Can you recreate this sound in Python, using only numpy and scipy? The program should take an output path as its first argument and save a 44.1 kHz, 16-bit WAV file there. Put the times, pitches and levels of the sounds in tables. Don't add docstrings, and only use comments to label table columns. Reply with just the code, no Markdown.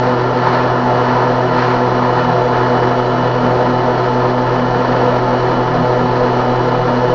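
import sys
import numpy as np
from scipy import signal
from scipy.fft import rfft, irfft, next_fast_len
from scipy.io import wavfile
from scipy.ndimage import uniform_filter1d

SR = 44100
rng = np.random.default_rng(int(sys.argv[2]) if len(sys.argv) > 2 else 0)


def dump(signal):
    limited = np.clip(np.atleast_2d(signal).T, -1, 1)
    pcm = np.round(limited * 32767).astype(np.int16)
    wavfile.write(sys.argv[1], SR, pcm)


N = 314874


def from_db(db):
    return 10 ** (np.asarray(db) / 20)


def in_time(rows):
    return np.interp(np.arange(N) / SR, *np.transpose(rows))


def bump(crest_s, half_s):
    return np.exp(-((np.arange(N) / SR - crest_s) / half_s) ** 2)


def trend(db_per_s):
    return db_per_s * (np.arange(N) - N / 2) / SR


def drift(rate_hz):
    hop, settle = 100, 2000
    pole = np.exp(-2 * np.pi * rate_hz * hop / SR)
    noise = rng.standard_normal(N // hop + settle + 2)
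    slow = signal.lfilter([1], [1, -2 * pole, pole * pole], noise)[settle:]
    return np.interp(np.arange(N) / hop, np.arange(len(slow)), slow / slow.std())


def tone(cycles, level_db, waver, waver_hz):
    angle = 2 * np.pi * cycles
    in_phase = np.sqrt(2 * (1 - waver ** 2)) + waver * drift(waver_hz)
    quadrature = waver * drift(waver_hz)
    return from_db(level_db) * (in_phase * np.cos(angle) + quadrature * np.sin(angle))


def evened(noise, window_s=0.18):
    power = noise ** 2
    for _ in range(2):
        power = uniform_filter1d(power, int(window_s * SR))
    return noise * np.sqrt(np.mean(noise ** 2) / (np.abs(power) + 1e-20))


def rotation(turn_hz=124.75):
    # time_s, offset_hz
    speed = [(0, .03), (.5, .17), (1.05, -.14), (1.5, .2), (1.85, .12), (2.08, -.15), (2.7, -.15),
             (3.1, -.04), (3.75, -.03), (4.15, .28), (4.6, .08), (5.25, .07), (5.7, .2), (6.25, -.14),
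             (6.65, .06), (7.14, .12)]
    return np.cumsum(turn_hz + in_time(speed)) / SR


def hum(turns, quick_hz=4.245, slow_hz=3.437):
    # multiple, quick_steps, slow_steps, level_db
    partials = [(1, 0, 0, -21), (1, -1, 0, -39.5), (1, 1, 0, -49), (2, 0, 0, -24.5), (2, -1, 0, -30),
                (2, -2, 0, -38), (2, 2, 0, -36), (2, 0, -1, -36.5), (2, 0, -2, -37), (2, 0, 1, -44.5),
                (3, 0, 0, -33), (3, -1, 0, -25), (3, 1, 0, -32.5), (3, -2, 0, -44), (3, 0, -1, -38.5),
                (4, 0, 0, -38), (4, -1, 0, -34.5), (4, 1, 0, -28), (4, -2, 0, -44.5), (4, 0, -1, -30),
                (4, 0, -2, -26.5), (5, -1, 0, -32.5), (5, 1, 0, -37.5), (5, 2, 0, -36.5), (5, 0, -1, -33.5),
                (5, 0, -2, -37), (6, 0, 0, -35.5), (6, -1, 0, -37), (7, 0, 0, -26.5), (7, -1, 0, -42.5),
                (7, 0, -1, -38.5), (8, 0, 0, -40), (11, 0, 0, -40), (14, 0, 0, -39)]
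    # multiple, quick_crest_s, slow_crest_s
    throbs = [(2, .141, .243), (3, .007, .233), (4, .059, .104), (5, .063, .098), (6, .19, .34),
              (7, .212, .04)]
    # time_s, lead_s
    quick_lead = [(0, 0.025), (1.8, -0.015), (3.2, 0.0096), (5.1, -0.019), (6.8, 0.022)]
    t, out = np.arange(N) / SR, np.zeros(N)
    quick_t = t + in_time(quick_lead)
    crests = {multiple: times for multiple, *times in throbs}
    start_cycles = rng.random(size=20)
    for multiple, quick_steps, slow_steps, level_db in partials:
        quick_s, slow_s = crests.get(multiple, (0, 0))
        cycles = start_cycles[multiple] + multiple * turns
        cycles += quick_steps * quick_hz * (quick_t - quick_s)
        cycles += slow_steps * slow_hz * (t - slow_s)
        if quick_steps + slow_steps > 0:
            cycles += 0.68
        if multiple == 1:
            out += tone(cycles, level_db, waver=0.076, waver_hz=3.4)
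        else:
            out += tone(cycles, level_db, waver=0.16, waver_hz=1.6)
    return out


def case_gain(hz):
    # frequency_hz, density_db
    rolling = [(12, -67), (33, -47.5), (62, -61), (130, -58.5), (230, -60.5), (350, -49.5), (600, -54),
               (1000, -49.5), (1400, -63.5), (2200, -66.5), (3400, -73.5), (4400, -72.5), (5600, -79.5),
               (7100, -98)]
    # centre_hz, width_hz, gain_db
    case_modes = [(82, 4.1, 7.5), (163.7, 13, 16), (192.8, 10, 13.5), (244.5, 24, 11), (275, 15, 6),
                  (328.5, 12, 8.5), (419, 12, 3.5), (425, 11, 4.5), (456.7, 10, 9), (481.7, 16, 8),
                  (503, 30, 7.5), (545, 14, 8), (592, 13, 11), (619, 17, 8), (645, 25, 8.5),
                  (700, 16.5, 13), (718, 11, 5.5), (752.6, 15, 10), (871.5, 40, 6), (918, 37, 4),
                  (930, 21, 3.5), (980, 15, 5), (1038, 40, 5), (1263.7, 97, 9.5), (1374, 76, 11),
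                  (1485, 42, 8.5), (1733, 285, 9.5), (1930, 33.4, 5), (2980, 67, 0.5), (3730, 91, -3.5),
                  (4250, 480, 3.5)]
    points_hz, density_db = np.transpose(rolling)
    level_db = np.interp(np.log(hz), np.log(points_hz), density_db)
    for centre_hz, width_hz, gain_db in case_modes:
        level_db += gain_db / (1 + (2 * (hz - centre_hz) / width_hz) ** 2)
    return from_db(level_db) * np.sqrt(SR / 2)


def bearing_swells(unsteady_db=0.48):
    # crest_s, half_length_s, drone_db, ring_db, whirr_db, hiss_db
    swells = [(.053, .064, -.3, 1, 1.6, 2.5), (.49, .11, -1, 3.7, 3.4, 4), (0.633, .08, 1, 2.3, 2, 3),
              (.775, .063, 0.7, 1.6, 2.4, -1), (.95, .06, .8, .9, .9, .8),
              (1.104, .083, -.4, 4.2, 2.5, 3.5), (1.225, 0.062, 1.5, 5.6, 3.2, 2.5),
              (1.644, .1, -1, 4.2, 5, 7.5), (2.018, .091, -0.7, 4.5, 0.64, 0.8),
              (2.195, 0.074, -0.4, 3.8, 3.5, 2.8), (2.605, 0.05, 0.8, 1.1, 3.7, 1.6),
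              (2.801, .11, 1.5, 1.1, 2.3, .5), (3.534, 0.11, 1.5, .8, .8, 1),
              (5.025, 0.16, 1.8, .7, 0.87, 1.4), (6.198, .1, 1.5, 2.3, 0.28, 1.5)]
    level_db = sum(np.outer(swells_db, bump(s, half_s)) for s, half_s, *swells_db in swells)
    return level_db - level_db.mean(axis=1, keepdims=True) + unsteady_db * drift(7.9)


def bearings(turns, once_db=-0.4, twice_db=-0.23, grain_db=0.84):
    angle = 2 * np.pi * turns
    pressure = from_db(once_db * np.cos(angle) + twice_db * np.cos(2 * angle) + grain_db * drift(60))
    contact = pressure * rng.standard_normal(N)
    size = next_fast_len(N)
    hz = np.maximum(np.arange(size // 2 + 1) * SR / size, 1)
    remaining = rfft(contact / contact.std(), size) * case_gain(hz)
    drone_db, ring_db, whirr_db, hiss_db = bearing_swells()
    rumble_db, easing_db = trend(db_per_s=1.0), trend(db_per_s=-0.07)
    # upper_edge_hz, level_db
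    bands = [(70, rumble_db), (800, drone_db), (1120, ring_db + easing_db),
             (1950, whirr_db + easing_db), (3300, hiss_db)]
    out = np.zeros(N)
    for upper_edge_hz, level_db in bands:
        band = remaining / (1 + (hz / upper_edge_hz) ** 12)
        out += from_db(level_db) * evened(irfft(band, size)[:N])
        remaining = remaining - band
    treble = irfft(remaining, size)[:N]
    return out + from_db(0.72 * hiss_db) * treble


def whine(turns):
    # multiple, relative_level_db
    slot_tones = [(23, -52), (24, -48), (25, -60.5), (26, -60), (27, -57.5), (28, -60), (32, -55.5),
                  (45, -61), (48, -64), (53, -74), (54, -69)]
    # time_s, gain_db
    fades = [(0, 3.5), (1.0, 6), (1.8, 4.5), (2.2, 6.5), (3.8, 5.5), (4.2, 5), (5.7, 5), (6.25, 5),
             (7.14, 5.5)]
    lines = sum(tone(multiple * turns + rng.random(), level_db, waver=0.5, waver_hz=26.0)
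                for multiple, level_db in slot_tones)
    return from_db(in_time(fades)) * lines


def ball_race():
    # pitch_hz, level_db
    race_tone = [(164.1, -37.5)]
    # crest_s, swell_db
    booms = [(2.31, 20), (3.47, 14), (3.681, 11), (5.66, 11), (5.81, 21), (6.04, 17), (7.08, 13)]
    swell_db = sum(boom_db * bump(crest_s, half_s=0.072) for crest_s, boom_db in booms)
    return sum(tone(pitch_hz * np.arange(N) / SR, level_db + swell_db, waver=0.29, waver_hz=2.4)
               for pitch_hz, level_db in race_tone)


def scene():
    turns = rotation()
    mix = from_db(-0.12) * bearings(turns)
    mix += from_db(-0.6) * hum(turns)
    mix += from_db(-0.2) * whine(turns)
    mix += from_db(-2.7) * ball_race()
    return mix[None]


def record(dry, ceiling=0.96, cutoff_hz=7300):
    rounded = dry / (1 + (dry / ceiling) ** 12) ** (1 / 12)
    lowpass = signal.ellip(10, 0.2, 90, cutoff_hz, fs=SR, output="sos")
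    return signal.sosfilt(lowpass, rounded)


dry = scene()
out = record(dry)
dump(out)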